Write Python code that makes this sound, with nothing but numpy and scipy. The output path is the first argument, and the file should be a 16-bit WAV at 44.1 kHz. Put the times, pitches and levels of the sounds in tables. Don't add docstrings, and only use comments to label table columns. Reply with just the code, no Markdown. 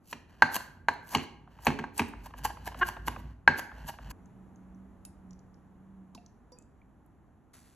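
import sys
import numpy as np
from scipy import signal
from scipy.fft import rfft, irfft, next_fast_len
from scipy.io import wavfile
from scipy.ndimage import map_coordinates

SR = 44100
rng = np.random.default_rng(int(sys.argv[2]) if len(sys.argv) > 2 else 0)


def int16_out(signal):
    q = np.round(np.clip(np.atleast_2d(signal).T, -1, 1) * 32767)
    wavfile.write(sys.argv[1], SR, q.astype(np.int16))


N = 341775
SCENE_CHANGE_S = 4.117

# start_s, level_db, blade_db, thump_db, crack_db (the last three add to level_db)
BLOWS = [(0.128, -36, -15, -13.5, -0.5), (0.422, -8, -0.5, -27, -16.5), (0.885, -13, -5.5, -31, -19.5),
         (1.149, -16, -15, -12.5, -8), (1.668, -16, -15.5, -10.5, -6.5), (1.682, -30.5, -1.5, -3.5, -6.5),
         (1.703, -26.5, -13.5, -11.5, -17), (1.789, -32, -4, -5, -10), (1.84, -27.5, -9, -24, -26),
         (1.994, -20.5, -12.5, -8, -6), (2.018, -29, -23.5, -10, -13.5), (2.451, -20.5, -12, -36, -21.5),
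         (3.076, -30, -10, -15.5, -11), (3.477, -9.5, 1.5, -22.5, -19.5)]
# start_s, smack_db, sway_db, leaves_db
STROKES = [(1.475, -46, -64, -66), (1.588, -46, -64, -66), (2.135, -36.5, -48, -64.5),
           (2.338, -37.5, -45.5, -57), (2.571, -39.5, -48.5, -60), (2.745, -32.5, -45, -53),
           (2.966, -33.5, -44, -65), (3.162, -31.5, -47.5, -66.5), (3.716, -39.5, -48, -57),
           (3.987, -37, -46, -57.5)]
# frequency_hz, level_db
WOOD_SPECTRUM = [(90, -21), (230, -10.5), (450, -16), (620, -7.5), (950, 4), (1350, -15.5), (1620, -3.5),
                 (2050, -15), (2500, -16.5), (2900, -13.5), (3500, -25), (7000, -43.5), (15000, -68.5)]


def knife_blows():
    # pitch_hz, level_db, t60_s
    board_modes = [(530, -21.5, .04), (810, -10.5, 0.0079), (861.5, -2.5, 0.0421), (937.3, 2.5, 0.036),
                   (1091, -3.5, 0.043), (1361, -17.5, 0.018)]
    blade_modes = [(1557, -2.5, 0.022), (1606, 2, 0.048), (1713, -5, 0.034), (1962, -1.5, 0.017),
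                   (2146, -13, .014), (4246, -16, 0.022), (4640, -24, 0.011)]
    thump_modes = [(88, -13, 0.14), (149.8, -9.5, 0.14), (235.2, -3, 0.11), (272.2, -5, 0.092),
                   (367, -10, 0.078), (424.8, -6.5, 0.055)]
    # frequency_hz, level_db
    crack_spectrum = [(300, -11.5), (800, 4), (1300, -6.5), (2350, -2), (2600, -1), (2880, -2),
                      (3600, -15.5), (4250, -9), (5000, -16), (7500, -20), (10000, -21), (11800, -24.5),
                      (15500, -43.5)]
    chatter_spectrum = [(90, -24), (200, -2), (420, -3), (560, -11), (850, -1), (1350, -9.5), (2350, -5),
                        (2900, -8), (3600, -21.5), (7000, -31), (14000, -51)]
    out = np.zeros(N)
    for start_s, level_db, blade_db, thump_db, crack_db in BLOWS:
        board = ring(board_modes, attack_s=0.0007, scatter_db=1.5)
        blade = ring(blade_modes, attack_s=0.0005, scatter_db=1.2)
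        thump = ring(thump_modes, attack_s=0.012, scatter_db=1.5)
        crack = signal.fftconvolve(burst(t60_s=0.034), impulse(crack_spectrum))
        crushes = burst(t60_s=0.2)
        crushes *= rng.random(len(crushes)) < 900 / SR
        chatter = signal.fftconvolve(crushes, impulse(chatter_spectrum))
        add(out, start_s, amp(level_db + 1.5) * unit_peak(board))
        add(out, start_s, amp(level_db + blade_db - 6.5) * unit_onset(blade))
        add(out, start_s + 0.004, amp(level_db + thump_db - 1.5) * unit_onset(thump))
        add(out, start_s, amp(level_db + crack_db - 3) * unit_onset(crack))
        add(out, start_s + 0.003, amp(level_db + thump_db - 9) * unit_onset(chatter))
    return out


def stem_cuts():
    # peak_s, squeeze_s, snap_db, board_db
    bites = [(0.12, 0.06, -55.5, -67), (0.563, 0.034, -34.5, -32.5), (1.145, 0.07, -46, -40.5),
             (1.24, 0.026, -58, -46), (1.666, 0.046, -50, -43), (1.994, 0.036, -43.5, -40.5),
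             (2.09, 0.02, -60, -52.5), (2.265, 0.031, -54, -45), (2.389, 0.022, -54.5, -50.5),
             (2.456, 0.015, -34.5, -28.5), (2.676, 0.022, -43.5, -34), (2.8, 0.026, -52, -49.5),
             (2.89, 0.03, -41.5, -36), (3.08, 0.01767, -39.5, -31), (3.197, 0.02, -60, -55.5),
             (3.594, 0.023, -40.5, -35), (3.895, 0.03, -42.5, -37), (4.112, 0.012, -44, -43.5)]
    # frequency_hz, level_db
    snap_spectrum = [(1500, -33), (2900, -5.5), (3600, -14.5), (4400, -7.5), (5600, -8.5), (8000, -8),
                     (9700, -7), (10700, -3), (11750, 0), (12600, -11.5), (13500, -20.5), (15800, -21.5)]
    settle_s, settle_db = 0.046, -13
    t, snapping, jolts = clock(), np.zeros(N), np.zeros(N)
    for peak_s, squeeze_s, snap_db, board_db in bites:
        near = slice(max(int((peak_s - 0.2) * SR), 0), int((peak_s + 0.1) * SR))
        before_s, after_s = np.maximum(peak_s - t[near], 0), np.maximum(t[near] - peak_s, 0)
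        snapping[near] += amp(snap_db - 16 * (before_s / squeeze_s) ** 1.5 - 60 * after_s / 0.04)
        jolt = amp(board_db - 32 * before_s / squeeze_s - 60 * after_s / 0.0441)
        jolts[near] += jolt
        add(jolts, t[near][0] + settle_s, amp(settle_db) * jolt)
    clumps = amp(3.5 * wander(rate_hz=400))
    snaps = coloured(snapping * unit_rms(clumps * grains(rate_hz=4500, spread_db=1)), snap_spectrum)
    board = coloured(jolts * unit_rms(clumps * grains(rate_hz=4700, spread_db=0.5)), WOOD_SPECTRUM)
    return amp(2.5) * snaps + amp(4) * board


def leaf_rustle():
    # frequency_hz, level_db
    leaf_spectrum = [(300, -8), (950, 7), (1300, -6), (1600, 5.5), (2300, -11.5), (2980, -1.5),
                     (3500, -16.5), (4300, -12.5), (8000, -19.5), (12000, -17.5), (14000, -35)]
    # start_s, level_db, pitch_hz
    stems = [(0.937, -50, 11450), (1.172, -31.5, 6300), (1.649, -34.5, 6996), (1.655, -30.5, 11580),
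             (1.979, -23, 8390)]
    gathering = amp(-64.5) * swell(0.28, rise_s=0.0149, hold_s=0.16, t60_s=0.15)
    dragging = sum(amp(leaves_db + 1) * swell(start_s, rise_s=0.05, hold_s=0.1, t60_s=0.25)
                   for start_s, _, _, leaves_db in STROKES)
    out = (gathering + dragging) * unit_rms(coloured(grains(rate_hz=1400, spread_db=3), leaf_spectrum))
    for start_s, level_db, pitch_hz in stems:
        add(out, start_s, amp(level_db) * tick(pitch_hz))
    return out


def blade_lifts():
    out = np.zeros(N)
    for start_s, smack_db, _, _ in STROKES:
        start_hz = 1650 * np.exp(rng.normal(0, 0.08))
        smack = chirp(start_hz, end_hz=420, glide_s=0.005, t60_s=0.035, attack_s=0.002)
        tap = unit_peak(signal.fftconvolve(burst(t60_s=0.03), impulse(WOOD_SPECTRUM)))
        add(out, start_s, amp(smack_db - 5) * smack)
        add(out, start_s, amp(smack_db - 2.5) * tap)
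    return out


def edge_squeak():
    # time_s, slip_rate_hz, level_db
    slide = [(2.809, 350, -45.5), (2.813, 355, -24.5), (2.819, 360, -20.5), (2.825, 364, -23),
             (2.831, 400, -17.5), (2.835, 410, -33), (2.841, 470, -66)]
    # pitch_hz, level_db, t60_s
    modes = [(374.6, -12.5, 0.022), (743.6, -8.5, 0.015), (1057, 1.0, 0.023),
             (1459, 3.5, 0.012), (1570, -1.5, 0.038), (2848, -12, 0.023)]
    slip_rate_hz, level_db = curves(slide)
    sliding = (clock() > slide[0][0]) & (clock() < slide[-1][0])
    uneven_hz = slip_rate_hz * (1 + 0.025 * wander(rate_hz=300)) * sliding
    slips = np.diff(np.floor(np.cumsum(uneven_hz) / SR), prepend=0)
    response = ring(modes, attack_s=0.0004, scatter_db=1)
    return amp(19.5) * signal.fftconvolve(slips * amp(level_db), response / np.linalg.norm(response))[:N]


def table_vibration():
    # frequency_hz, level_db
    rumble_spectrum = [(30, -41), (62, -11), (88, 4), (120, -7), (150, -1), (190, -9.5), (230, -6),
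                       (320, -18.5), (600, -41), (2000, -110)]
    rocking = sum(amp(sway_db) * swell(start_s, rise_s=0.032, hold_s=0.11, t60_s=0.3)
                  for start_s, _, sway_db, _ in STROKES)
    jolts = sum(amp(level_db + thump_db) * swell(start_s, rise_s=0.008, hold_s=0.012, t60_s=0.2)
                for start_s, level_db, _, thump_db, _ in BLOWS)
    hands = swell(0, rise_s=0.4, hold_s=SCENE_CHANGE_S, t60_s=0.1)
    sway = unit_rms(amp(1.8 * wander(rate_hz=19)) * sine(pitch_hz=54 + 3 * wander(rate_hz=16)))
    rumble = unit_rms(coloured(grains(rate_hz=270, spread_db=1), rumble_spectrum))
    sway_gain = amp(-0.5) * rocking + amp(-25) * jolts + amp(-64) * hands
    rumble_gain = amp(-8.5) * rocking + amp(-21) * jolts + amp(-59.5) * hands
    return sway_gain * sway + rumble_gain * rumble


def spoon():
    # pitch_hz, level_db, t60_s
    spoon_modes = [(2520, -14, .07), (3880, -11, .07), (4800, -5, .1), (5300, 7, 0.076), (5850, 9, 0.061),
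                   (6760, 2, 0.086), (10500, 16, 0.11), (10600, 1, 0.16), (10700, -5, .1), (10870, -2, .1),
                   (10700, -5, .09)]
    # start_s, ring_db, brightest_hz, scuff_db
    touches = [(5.051, -47, 10340, -34), (6.149, -54, 4400, -40), (6.52, -59, 6500, -53)]
    # start_s, level_db, start_hz, end_hz, t60_s
    sings = [(5.053, -71, 2692, 2600, 0.11), (6.178, -62, 2750, 2500, .06), (6.521, -59, 4920, 4660, 0.14),
             (6.521, -62, 5740, 5500, 0.1), (6.570, -72, 2490, 2616, .22)]
    out = np.zeros(N)
    for start_s, ring_db, brightest_hz, scuff_db in touches:
        modes = [(hz, db - 12 * abs(np.log2(hz / brightest_hz)), t60_s) for hz, db, t60_s in spoon_modes]
        scuff_spectrum = [(700, -20), (brightest_hz / 2, -15), (brightest_hz, 0),
                          (11500, -12), (14000, -32)]
        tink = ring(modes, attack_s=0.0004, scatter_db=1.5)
        scuff = signal.fftconvolve(burst(t60_s=0.024), impulse(scuff_spectrum))
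        add(out, start_s, amp(ring_db) * unit_peak(tink))
        add(out, start_s, amp(scuff_db) * unit_peak(scuff))
    for start_s, level_db, start_hz, end_hz, t60_s in sings:
        tone = chirp(start_hz, end_hz, glide_s=0.0406, t60_s=t60_s, attack_s=0.0027)
        add(out, start_s, amp(level_db) * tone)
    return out


def oil():
    # start_s, level_db, pitch_hz
    films = [(4.2584, -52.5, 6570), (4.559, -53, 6690), (4.7471, -62, 6000), (5.3082, -49, 5940),
             (5.3316, -52, 5810), (5.3916, -54, 5770), (5.5428, -59, 5770), (6.1776, -50.5, 2530),
             (6.2622, -42.5, 6000), (6.5867, -41.5, 7700), (6.6237, -53.5, 7060), (6.8163, -57, 2314),
             (7.0626, -54.5, 10650)]
    # start_s, level_db, start_hz, end_hz, t60_s
    glugs = [(6.149, -50.5, 1180, 737, 0.092), (6.151, -44, 265, 169, 0.084), (6.177, -50.5, 676, 723, 0.1),
             (6.519, -52.5, 520, 486, 0.17), (6.520, -61.5, 945, 1010, 0.28)]
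    out = np.zeros(N)
    for start_s, level_db, pitch_hz in films:
        add(out, start_s, amp(level_db - 2) * tick(pitch_hz))
    for start_s, level_db, start_hz, end_hz, t60_s in glugs:
        glug = chirp(start_hz, end_hz, glide_s=0.012, t60_s=t60_s, attack_s=0.00086)
        add(out, start_s, amp(level_db) * glug)
    return out


def herb_sprinkle():
    # frequency_hz, level_db
    rustle_spectrum = [(300, -9), (900, -3), (1700, 0), (3000, -8.5), (5000, -6), (7500, -4.5), (11000, 0),
                       (13500, -25)]
    start_s, fall_db_per_s = 7.532, 26
    trickle = swell(start_s, rise_s=0.005, hold_s=0, t60_s=60 / fall_db_per_s)
    clump = amp(3.5) * swell(start_s, rise_s=0.005, hold_s=0, t60_s=0.12)
    rustle = unit_rms(coloured(grains(rate_hz=1700, spread_db=2), rustle_spectrum))
    return amp(-62.5) * (trickle + clump) * rustle


def room_tail(size=SR * 3 // 4):
    # frequency_hz, t60_s
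    decay_times = [(100, 0.27), (300, 0.58), (900, 0.62), (1700, 0.66), (4500, 0.41), (12000, .33)]
    # frequency_hz, level_db
    echo_spectrum = [(60, -22.5), (130, -12.5), (300, -3.5), (900, -14.5), (1700, -13.5), (2900, -13),
                     (4300, -8), (6500, -9.5), (12000, -15), (14500, -24)]
    hz, t, noise = signal.stft(rng.standard_normal(size), SR, nperseg=256)
    decay = amp(-60 * t / along(decay_times, hz)[:, None]) * (1 - np.exp(-t / 0.0044))
    band_energy = np.sum(decay ** 2, axis=1, keepdims=True) * 128
    decay *= amp(along(echo_spectrum, hz))[:, None] / np.sqrt(band_energy)
    return signal.istft(noise * decay, SR, nperseg=256)[1]


def in_kitchen(x, wet_db, block=SR // 2):
    out = np.array([x, x])
    for start in range(0, N, block):
        piece = amp(wet_db) * x[start:start + block]
        mid, side = (signal.fftconvolve(piece, room_tail()) for _ in range(2))
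        add(out[0], start / SR, mid + 0.35 * side)
        add(out[1], start / SR, mid - 0.56 * side)
    return out


def hum():
    # peak_s, level_db, rise_s
    crests = [(4.8, -54, 0.48), (5.31, -55.5, .12), (6.0, -54, 0.15)]
    pitch_hz, end_s = 188, 6.28
    steady = amp(-62) * swell(SCENE_CHANGE_S, rise_s=0.0089, hold_s=end_s - SCENE_CHANGE_S, t60_s=0.46)
    swells = sum(amp(level_db) * swell(peak_s - rise_s, rise_s, hold_s=0.023, t60_s=0.3)
                 for peak_s, level_db, rise_s in crests)
    tone = unit_rms(sine(pitch_hz + 1.65 * wander(rate_hz=9.5)))
    return (steady * amp(3.2 * wander(rate_hz=12)) + swells) * tone


def room_noise():
    # frequency_hz, level_db
    noise_spectrum = [(15, -34), (25, -3), (60, 3), (139, -4), (257, -3.5), (515, -18), (811, -15.5),
                      (1810, -28), (2130, -33.5), (4750, -50), (7280, -42), (9270, -55.5), (10000, -36.5),
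                      (11200, -42.5), (15000, -70)]
    at_board_db, at_bowl_db, fall_db_per_s = -61.5, -55, 1.93
    since_s = clock() - SCENE_CHANGE_S
    shared, left, right = (unit_rms(coloured(rng.standard_normal(N), noise_spectrum)) for _ in range(3))
    level_db = np.where(since_s > 0, at_bowl_db - fall_db_per_s * since_s, at_board_db)
    return amp(level_db) * (shared + 0.5 * np.array([left, right]))


def ring(modes, attack_s, scatter_db):
    t = clock(SR // 2) * np.exp(rng.normal(0, 0.01))
    tones = [amp(db + rng.normal(0, scatter_db) - 60 * t / t60_s) * np.sin(2 * np.pi * hz * t)
             for hz, db, t60_s in modes]
    return sum(tones) * (1 - np.exp(-t / attack_s))


def chirp(start_hz, end_hz, glide_s, t60_s, attack_s):
    t = clock(SR // 3)
    pitch_hz = end_hz + (start_hz - end_hz) * np.exp(-t / glide_s)
    return unit_peak(sine(pitch_hz) * amp(-60 * t / t60_s) * (1 - np.exp(-t / attack_s)))


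def tick(hz):
    resonance = impulse([(hz / 3, -38), (hz / 1.25, -16), (hz, 0), (hz * 1.25, -16), (hz * 2.6, -48)])
    return unit_peak(signal.fftconvolve(burst(t60_s=0.014), resonance))


def burst(t60_s, size=SR // 2):
    return rng.standard_normal(size) * amp(-60 * clock(size) / t60_s)


def grains(rate_hz, spread_db):
    impulses = (rng.random(N) < rate_hz / SR) * np.sign(rng.standard_normal(N))
    return unit_rms(impulses * amp(spread_db * np.clip(rng.standard_normal(N), -2, 2)))


def sine(pitch_hz):
    return np.sin(2 * np.pi * np.cumsum(pitch_hz) / SR)


def swell(start_s, rise_s, hold_s, t60_s):
    t = clock() - start_s
    return np.clip(t / rise_s, 0, 1) * amp(-60 * np.maximum(t - rise_s - hold_s, 0) / t60_s)


def wander(rate_hz):
    return map_coordinates(rng.standard_normal(int(N * rate_hz / SR) + 4), [clock() * rate_hz])


def impulse(spectrum, size=8192):
    cepstrum = irfft(np.log(amp(along(spectrum, np.fft.rfftfreq(size, 1 / SR)))))
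    cepstrum[1:size // 2] *= 2
    cepstrum[size // 2 + 1:] = 0
    response = irfft(np.exp(rfft(cepstrum)))
    return response / np.linalg.norm(response)


def coloured(x, spectrum):
    return signal.fftconvolve(x, impulse(spectrum))[:N]


def filtered(x, response):
    size = next_fast_len(N + SR // 2)
    return irfft(rfft(x, size) * response(np.fft.rfftfreq(size, 1 / SR)), size)[..., :N]


def amp(db):
    return 10 ** (np.asarray(db) / 20)


def unit_rms(x):
    return x / np.sqrt(np.mean(x ** 2) + 1e-20)


def unit_peak(x):
    return x / np.abs(x).max()


def unit_onset(x):
    return x / np.sqrt(np.mean(x[:1024] ** 2))


def clock(size=N):
    return np.arange(size) / SR


def along(points, hz):
    knots_hz, values = np.transpose(points)
    return np.interp(np.log(hz + 1), np.log(knots_hz + 1), values)


def curves(rows):
    time_s, *columns = np.transpose(rows)
    return [np.interp(clock(), time_s, column) for column in columns]


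def add(track, start_s, sound):
    part = track[max(round(start_s * SR), 0):][:len(sound)]
    part += sound[:len(part)]


def scene():
    knife = knife_blows() + stem_cuts() + leaf_rustle() + blade_lifts() + edge_squeak()
    at_board = in_kitchen(knife, wet_db=-0.34) + table_vibration()
    at_bowl = in_kitchen(spoon() + oil() + herb_sprinkle(), wet_db=-2.5)
    return at_board * (clock() < SCENE_CHANGE_S) + at_bowl + room_noise() + hum()


def record(dry):
    # frequency_hz, left_lead_rad
    port_phase = [(0, 0), (780, 0.5), (1380, -0.1), (2840, 0.7), (4130, 0.7), (4820, 1.8), (5430, 4.7),
                  (5860, 6.1), (6800, 6.8), (9040, 9.3), (10200, 9.7), (12600, 12.3), (14500, 12.8),
                  (15800, 14.5)]
    # frequency_hz, left_minus_right_db
    port_balance = [(60, -0.5), (110, -0.5), (200, -2.0), (380, -3.0), (700, -2.0), (1290, 0.5),
                    (2380, 0.0), (4400, -0.5), (8120, 0.0), (15000, 0.0)]
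    bass_hz, top_hz, ceiling = 33, 15850, 0.95
    sides = np.array([[0.5], [-0.5]])

    def ports(hz):
        lead_rad = np.interp(hz, *np.transpose(port_phase))
        return amp(sides * along(port_balance, hz)) * np.exp(1j * sides * lead_rad)

    bass_cut = signal.butter(2, bass_hz, "highpass", fs=SR, output="sos")
    heard = signal.sosfilt(bass_cut, filtered(dry, ports))
    rounded = heard / (1 + np.abs(heard / ceiling) ** 6) ** (1 / 6)
    return filtered(rounded, lambda hz: hz < top_hz)


dry = scene()
out = record(dry)
int16_out(out)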